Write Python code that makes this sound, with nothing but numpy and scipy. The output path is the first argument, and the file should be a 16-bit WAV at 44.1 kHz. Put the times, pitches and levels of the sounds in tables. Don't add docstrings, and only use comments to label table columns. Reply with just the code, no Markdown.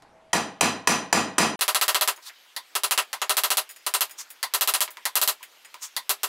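import sys
import numpy as np
from scipy import signal
from scipy.fft import rfft, irfft, next_fast_len
from scipy.io import wavfile
from scipy.ndimage import uniform_filter1d, minimum_filter1d, map_coordinates

SR = 44100
rng = np.random.default_rng(int(sys.argv[2]) if len(sys.argv) > 2 else 0)


def undo_db(level):
    steps = np.asarray(level, float) / 20
    return 10 ** steps


def store_pcm(level_fs):
    pcm = np.round(np.clip(level_fs, -1, 1) * 32767).astype(np.int16)
    wavfile.write(sys.argv[1], SR, np.atleast_2d(pcm).T)


N = 277212
TIME = np.arange(N) / SR
SPEED = 4
TOP_HZ = 16000

# from, to [t/s]
CUT = (1.5592, 1.5918)

# [t/s, strength level/dB, brightness level/dB, own ring f/Hz], some with [own ring level/dB]
SLOW_BLOWS = [
    (0.331, -16, -12, 4000),
    (0.609, -14, -11, 4060),
    (0.873, -13.5, -10.5, 9400),
    (1.127, -12, -12, 6800),
    (1.382, -11.5, -11.5, 9480),
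]
EARLIER_BLOW = [
    (1.542, -18.5, -10, 12000),
]
FAST_BLOWS = [(1.609, -15.5, -10, 10300), (1.679, -14.5, -13, 12800), (1.746, -14, -11.5, 10070),
              (1.812, -13.5, -11, 12000), (1.88, -13.5, -12, 12000), (1.945, -13, -14.5, 12000),
              (2.01, -15, -10.5, 12000), (2.075, -14.5, -12, 12000), (2.752, -20, -11, 12900),
              (2.834, -19, -9, 9800), (2.909, -16, -10, 9810), (2.976, -12.5, -13.5, 9420),
              (3.216, -18.5, -18.5, 6800), (3.294, -15, -10.5, 8900), (3.368, -16, -8.5, 12000),
              (3.435, -15.5, -11.5, 12000), (3.503, -15.5, -9.5, 12000), (3.57, -16.5, -8.5, 12000),
              (3.864, -22.5, -10.5, 9200), (3.938, -17, -8.5, 8900), (4.007, -18.5, -8, 12000),
              (4.537, -17, -9, 12000), (4.609, -17, -8, 12000), (4.674, -15.5, -8.5, 12000),
              (4.737, -17, -8.5, 9600), (4.805, -18, -5.5, 12000), (5.154, -15, -8.5, 12000),
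              (5.214, -16.5, -7, 12000), (5.275, -16.5, -7, 12000), (6.093, -18, -7, 12900),
              (6.232, -21.5, -9, 13000)]
TAPS = [
    (2.563, -22.5, -20, 3660, 5.5),
    (3.129, -17, -26.5, 12900, -8.5),
    (4.428, -15, -22.5, 4760, -0.5),
    (5.053, -14, -22.5, 4140, -5),
    (5.964, -19, -19, 4500, 2.5),
]
CLINKS = [(2.161, -43.5, -9, 6390, 8), (2.295, -27, -30, 3030, -9), (3.691, -32.5, -14, 6850, 4),
          (3.699, -34, -15, 13400, -4), (3.7092, -39, -9, 6890, 1), (3.761, -32, -18, 12900, 7),
          (4.0945, -34, -16.5, 9000, -10), (4.109, -33, -12, 6780, 5), (4.2944, -61, -4, 3320, -10),
          (4.3031, -34.5, -9.5, 9600, -3), (4.9053, -39.5, -6.5, 11700, -3),
          (5.4281, -25.5, -17.5, 14400, -4), (5.5244, -68, -4, 3120, -8), (5.6474, -28.5, -23, 8150, 7)]
KNOCKS = [
    (0.022, -60.5, -3, 1890, -14),
    (2.176, -44, -30, 1500, 3),
    (4.877, -35, -18, 1300, -4),
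    (4.882, -48, -5, 988, -6),
    (4.97, -35, -9.5, 1920, 6),
    (5.407, -55, -21, 970, 2),
    (5.742, -36, -5, 1180, 5.5),
]
# [loudest t/s, level/dB, centre f/Hz, rise t/s, fall t/s]
DRAGS = [
    (2.239, -50, 4600, 0.012, 0.046),
    (2.278, -39, 4250, 0.033, 0.016),
    (4.201, -34.5, 6350, 0.015, 0.037),
    (5.839, -33, 6450, 0.02, 0.044),
]

# [f/Hz, width f/Hz, level/dB]; bar and anvil at true speed
SLOW_RING = [(463, 12, -2), (695, 43, -2), (806, 72, -1.5), (1014, 45, 1), (1180, 120, -4),
             (1714, 106, -3.5), (1914, 17, 0), (2514, 260, -4.5), (3140, 154, -6.5),
             (4040, 67, -5), (4750, 67, -7.5), (4970, 37, -2.5), (5720, 58, -15), (5980, 120, -0.5),
              (6760, 43, -8), (7125, 100, -3), (7400, 57, -12), (8180, 180, -7), (8600, 46, -28),
              (9200, 330, -15.5), (9560, 170, -9.5), (10630, 47, -9.5), (11200, 67, -14)]
FAST_RING = [(1310, 30, -7), (1850, 30, -12.5), (1910, 30, -21), (2740, 290, -9), (3280, 280, -12),
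             (4020, 530, -9), (4760, 60, -7.5), (7400, 130, -9.5), (7910, 160, -10.5), (9800, 110, -15),
             (9600, 140, -6), (10170, 125, -6), (12000, 60, -7), (13440, 230, -9)]
TAP_RING = [(992, 77, 7.5), (1920, 75, 6), (3650, 540, 0), (4180, 410, -2.5), (4600, 160, 1),
            (8050, 78, -12), (9800, 140, -14), (10270, 220, -2.5), (12000, 130, -15), (14200, 250, -20)]
CLINK_RING = [(1890, 17, 0), (5000, 69, 12), (6890, 25, 18), (8100, 30, 9), (9580, 100, 12), (11700, 49, 6),
              (12900, 63, 4), (15300, 63, -3)]

# [f/Hz, level/dB per Hz]
SLOW_TONE = [(40, -56), (150, -9), (250, 2.5), (410, -4.5), (1000, -3), (8000, -19.5), (14000, -25),
             (16500, -53)]
FAST_TONE = [(100, -60), (300, -23), (500, -11), (1000, 0), (2500, -6), (6000, -5), (12000, -4.5),
             (16500, -13.5)]
CLINK_TONE = [(180, -54), (300, 6.5), (1930, 22), (6340, 10), (6900, 15), (14900, 20), (16500, 17)]
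KNOCK_TONE = [(180, -51), (300, -9), (1960, -3.5), (3590, -9), (12600, -31), (14900, -41), (16500, -26)]
DRAG_TONE = [(180, -72), (300, -62), (1000, -3), (1630, -9.5), (6670, -5.5), (14700, -11.5), (15700, -15),
             (16500, -37)]

# [f/Hz, t60 t/s]
STUMP = [(101, .6), (156, .5), (193, .45), (250, .45), (328, .4)]
SLOW_STUMP_DB = [-11.5, -8.5, -4.5, 1.5, -1]
FAST_STUMP_DB = [-11, -2.5, -2, -3, -8.5]
SCATTER_DB = dict(slow=1.3, fast=2.0, tap=1.5)

# [f/Hz, t60 t/s]
SHOP = [(60, 0.68), (210, 0.49), (560, 0.48), (1500, 0.41), (4000, 0.38), (8000, 0.28), (11000, 0.27),
        (16000, 0.22)]
# [f/Hz, t/s]
BUILD = [(200, 0.0083), (1000, 0.0058), (3000, 0.011), (10000, 0.0046)]
# [f/Hz, level/dB per Hz]
SLOW_AIR = [(25, -29), (245, -25), (339, -26.5), (420, -26), (800, -19), (1000, -24.5), (3060, -36.5),
            (16500, -58.5)]
# [f/Hz, level/dB per Hz]
FAST_AIR = [(15, -41), (150, -16), (304, -7.5), (902, 0), (3320, 2.5), (10100, -12), (12200, -8),
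            (16500, -18)]
AIR_DB = -57.5, -54.5
# [f/Hz, level/dB]
MOTOR = [
    (646.0, -60),
]
# [f/Hz, level/dB]
WIDTH = [(60, -31), (125, -44), (250, -36), (1000, -32), (2000, -24), (4000, -19), (8000, -18),
         (15000, -13)]


def unit(x):
    return x / np.sqrt(np.mean(x ** 2) + 1e-20)


def along(points, hz):
    f, v = np.transpose(points)
    return np.interp(np.log(hz + 1), np.log(f + 1), v)


def coloured(x, points):
    length = x.shape[-1]
    m = next_fast_len(length + 8192)
    gain = undo_db(along(points, np.fft.rfftfreq(m, 1 / SR)))
    return irfft(rfft(x, m) * gain, m)[..., :length]


def causal(db):
    c = irfft(np.maximum(db, -120) * np.log(10) / 20)
    half = len(c) // 2
    c[1:half] *= 2
    c[half + 1:] = 0
    return np.exp(rfft(c))


def air():
    z = signal.stft(rng.standard_normal((2, N)), nperseg=512)[2]
    patches = uniform_filter1d(rng.standard_normal(z.shape[1:]), size=14, axis=0)
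    patches = uniform_filter1d(patches, size=9, axis=1)
    hush = signal.istft(z * undo_db(1.9 * unit(patches)), nperseg=512)[1][:, :N]
    slow = undo_db(AIR_DB[0]) * unit(coloured(hush, SLOW_AIR))
    fast = undo_db(AIR_DB[1]) * unit(coloured(hush, FAST_AIR))
    drift = map_coordinates(rng.standard_normal(80), [TIME * 9])
    (hz, db), = MOTOR
    start_up = np.clip((TIME - .1) / 0.033, 0, 1)
    slow[0] += undo_db(db + 3.5 + 1.1 * drift) * start_up * np.sin(2 * np.pi * hz * TIME + 0.48 * drift)
    return np.where(TIME < CUT[1], slow, fast)


def walls_answer(size, speed):
    window = 256 // speed
    hz, t, z = signal.stft(rng.standard_normal((2, size)), SR, nperseg=window)
    rise = 1 - np.exp(-t * speed / along(BUILD, hz / speed)[:, None])
    decay = undo_db(-60 * t * speed / along(SHOP, hz / speed)[:, None])
    x = signal.istft(z * rise * decay, SR, nperseg=window)[1][:, :size]
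    return x / np.linalg.norm(x[0])


def strikes(table, ring, tone, speed, ring_db, boom_db, wet_db, boost_db, same=0.93, scatter_db=4.0, crack_s=0.053,
            click_db=2.5, late_s=0.001044, thud_slope=-.4, stump_db=FAST_STUMP_DB, reach=3.6, narrowest_hz=21,
            own_ring_db=-4):
    size = 32768 // speed
    out = np.zeros((2, N + size))
    hz, t = np.fft.rfftfreq(2 * size, 1 / SR), np.arange(size) / SR
    walls = rfft(walls_answer(size, speed), 2 * size)
    octave = np.log2((hz + 1) / (500 * speed))
    usual_db, usual_bright = np.mean(table, axis=0)[1:3]
    small = (1j * hz / (1j * hz + 260 * speed)) ** 2
    swell = (1 - np.exp(-t * speed / 0.0081)) ** 2
    share = same ** np.clip(hz / (700 * speed), .1, 1)
    for s, db, bright_db, own_hz, *own_db in table:
        thud_db = thud_slope * (db - usual_db)

        modes = list(ring) + [(own_hz, 1.6 * narrowest_hz * speed, own_ring_db)]
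        luck = rng.normal(0, scatter_db, len(modes))
        bell = 0
        for (c, width, level), stray in zip(modes, luck):
            damping = (hz * max(width, narrowest_hz * speed)) ** 2
            bell = bell + undo_db(2 * (level + stray)) * damping / ((c * c - hz * hz) ** 2 + damping)
        power = undo_db(2 * along(tone, hz)) + undo_db(2 * (ring_db + sum(own_db))) * bell
        tilt_db = thud_db * np.clip(-octave, 0, 1)
        tilt_db = tilt_db + (bright_db - usual_bright) * np.clip(octave / 2, 0, reach)
        body = causal(10 * np.log10(power / power.mean()) + tilt_db)

        crack = rng.standard_normal((2, size)) * undo_db(-60 * t * speed / crack_s)
        crack = crack * (1 - np.exp(-t * speed / 0.00093))
        crack = rfft(crack / np.linalg.norm(crack[0]), 2 * size)
        direct = small * (undo_db(click_db) * np.sign(crack[:, :1].real) + crack)
        fresh_walls = rfft(walls_answer(size, speed), 2 * size)
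        room = np.sqrt(share) * walls + np.sqrt(1 - share) * fresh_walls
        heard = irfft(body * (direct + undo_db(wet_db) * room))[:, :size]

        boom = 0
        for (c, t60), level in zip(STUMP, stump_db):
            fading = undo_db(level + rng.normal(0, 2.6) - 60 * t * speed / t60)
            boom = boom + fading * np.sin(2 * np.pi * c * speed * t)
        heard += undo_db(boom_db + thud_db) * swell * boom
        out[:, round((s + late_s) * SR):][:, :size] += undo_db(db + boost_db) * heard
    return out[:, :N]


def knocks():
    return strikes(KNOCKS, TAP_RING[:1], KNOCK_TONE, SPEED, ring_db=2.0, boom_db=-37.5, wet_db=0.5, boost_db=24,
                   thud_slope=-0.54)


def drags():
    out = np.zeros((2, N))
    size = 8192
    hold_s, range_db = 0.013, 25.5
    for s, db, centre_hz, rise_s, fall_s in DRAGS:
        a = round(s * SR) - size // 2
        grit = rng.standard_normal((2, size)) * undo_db(1.86 * rng.exponential(1, size))
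        hz, t, z = signal.stft(coloured(grit, DRAG_TONE), SR, nperseg=256)
        bump_db = 8 * np.exp(-np.log((hz[:, None] + 1) / centre_hz) ** 2 / .07)
        rub = unit(signal.istft(z * undo_db(bump_db), SR, nperseg=256)[1][:, :size])
        lag = TIME[a:a + size] - s
        away = np.maximum(np.abs(lag) - hold_s, 0) / np.where(lag < 0, rise_s, fall_s)
        out[:, a:a + size] += rub * undo_db(db - range_db * away)
    return out


def clinks():
    return strikes(CLINKS, CLINK_RING, CLINK_TONE, SPEED, ring_db=13, boom_db=-55, wet_db=7.5, boost_db=11.5,
                   scatter_db=1, narrowest_hz=9.4, own_ring_db=14.5, thud_slope=-0.57)


def taps():
    return strikes(TAPS, TAP_RING, FAST_TONE, SPEED, ring_db=3.0, boom_db=-49, wet_db=5.5, boost_db=16, click_db=-3.5,
                   crack_s=.04, scatter_db=SCATTER_DB['tap'], thud_slope=-0.15)


def fast_blows():
    return strikes(EARLIER_BLOW + FAST_BLOWS, FAST_RING, FAST_TONE, SPEED, ring_db=7, boom_db=-29,
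                   own_ring_db=-2.0, same=0.74, wet_db=9.5, boost_db=20.0, scatter_db=SCATTER_DB['fast'],
                   thud_slope=-0.2)


def slow_blows():
    return strikes(SLOW_BLOWS, SLOW_RING, SLOW_TONE, speed=1, ring_db=2.0, boom_db=-38.5, wet_db=2.5,
                   boost_db=26.0, click_db=-17, crack_s=0.03, late_s=0, thud_slope=0.19, stump_db=SLOW_STUMP_DB,
                   scatter_db=SCATTER_DB['slow'], reach=3.7)


def stereo(pair, slow_kept=1.0, fast_kept=0.15, slow_db=2, fast_db=5):
    hz, t, z = signal.stft(coloured(pair[1], WIDTH), SR, nperseg=512)
    band = (np.sqrt(hz / hz[-1]) * 23.9).astype(int)
    draw = rng.random((24, len(t)))[band]
    slow = t < CUT[1]
    frame = np.arange(len(t))
    frame = np.where(slow, frame // 12 * 12, frame // 4 * 4)
    chance = np.where(slow, slow_kept, fast_kept) * along([(1500, 1.6), (11000, .8), (13500, .3)], hz)[:, None]
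    kept = draw[:, frame] < chance
    side = signal.istft(z * kept * undo_db(np.where(slow, slow_db, fast_db)), SR, nperseg=512)[1][:N]
    return np.array([pair[0] + side, pair[0] - side])


def scene():
    slow = slow_blows()
    fast = fast_blows() + taps() + clinks()
    return stereo(np.where(TIME < CUT[0], slow, fast) + knocks() + drags() + air())


def limiter(x, ceiling_db, release_db, attack_s, depth):
    speed = np.where(TIME < CUT[1], 1, SPEED)
    climb = release_db * np.cumsum(speed) / SR
    held = np.maximum.accumulate(20 * np.log10(np.abs(x).max(0) + 1e-6) + climb) - climb
    cut_db = depth * np.maximum(held - ceiling_db, 0)
    rates = np.clip(np.array([1, SPEED]) / (attack_s * SR), 1e-3, 1)
    lag = [signal.lfilter([k], [1, k - 1], cut_db) for k in rates]
    return x * undo_db(-np.where(speed == 1, *lag))


def thin_hush(x, ahead_s=0.0042, under_db=-24, loss_db=-8):
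    size = max(round(ahead_s * SR), 2)
    level = uniform_filter1d(np.abs(x).max(0), size=32)
    coming = -minimum_filter1d(-np.roll(level, -size // 2), size=size)
    quiet = 1. * (level < coming * undo_db(under_db))
    return x * undo_db(loss_db * uniform_filter1d(quiet, size=24))


def drop_faint_treble(x, floor_db=-80, from_hz=12300):
    hz, t, z = signal.stft(x, SR, nperseg=256)
    level = uniform_filter1d(np.abs(z).mean(0), size=9, axis=1)
    level = uniform_filter1d(level, size=5, axis=0)[np.arange(len(hz)) // 5 * 5]
    faint = (level < undo_db(floor_db)) & (hz[:, None] > from_hz) & (t < CUT[0])
    return signal.istft(z * ~faint, SR, nperseg=256)[1][:, :N]


def band_limit(x):
    return signal.sosfilt(signal.butter(12, 17140, fs=SR, output="sos"), x)


def record(dry):
    x = limiter(dry, ceiling_db=-9.0, release_db=349, attack_s=0.0083, depth=1.0)
    x = x / (1 + np.abs(x / .55) ** 4) ** (1 / 4)
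    x = np.where(TIME < CUT[1], x, coloured(x, [(120, -7), (280, -1)]))
    x = x * ((TIME < CUT[0]) | (TIME > CUT[1]))
    x = drop_faint_treble(thin_hush(x))
    x = coloured(x, [(TOP_HZ - 300, 0), (TOP_HZ + 200, -30), (TOP_HZ + 1200, -60)])
    return band_limit(x)


dry = scene()
out = record(dry)
store_pcm(out)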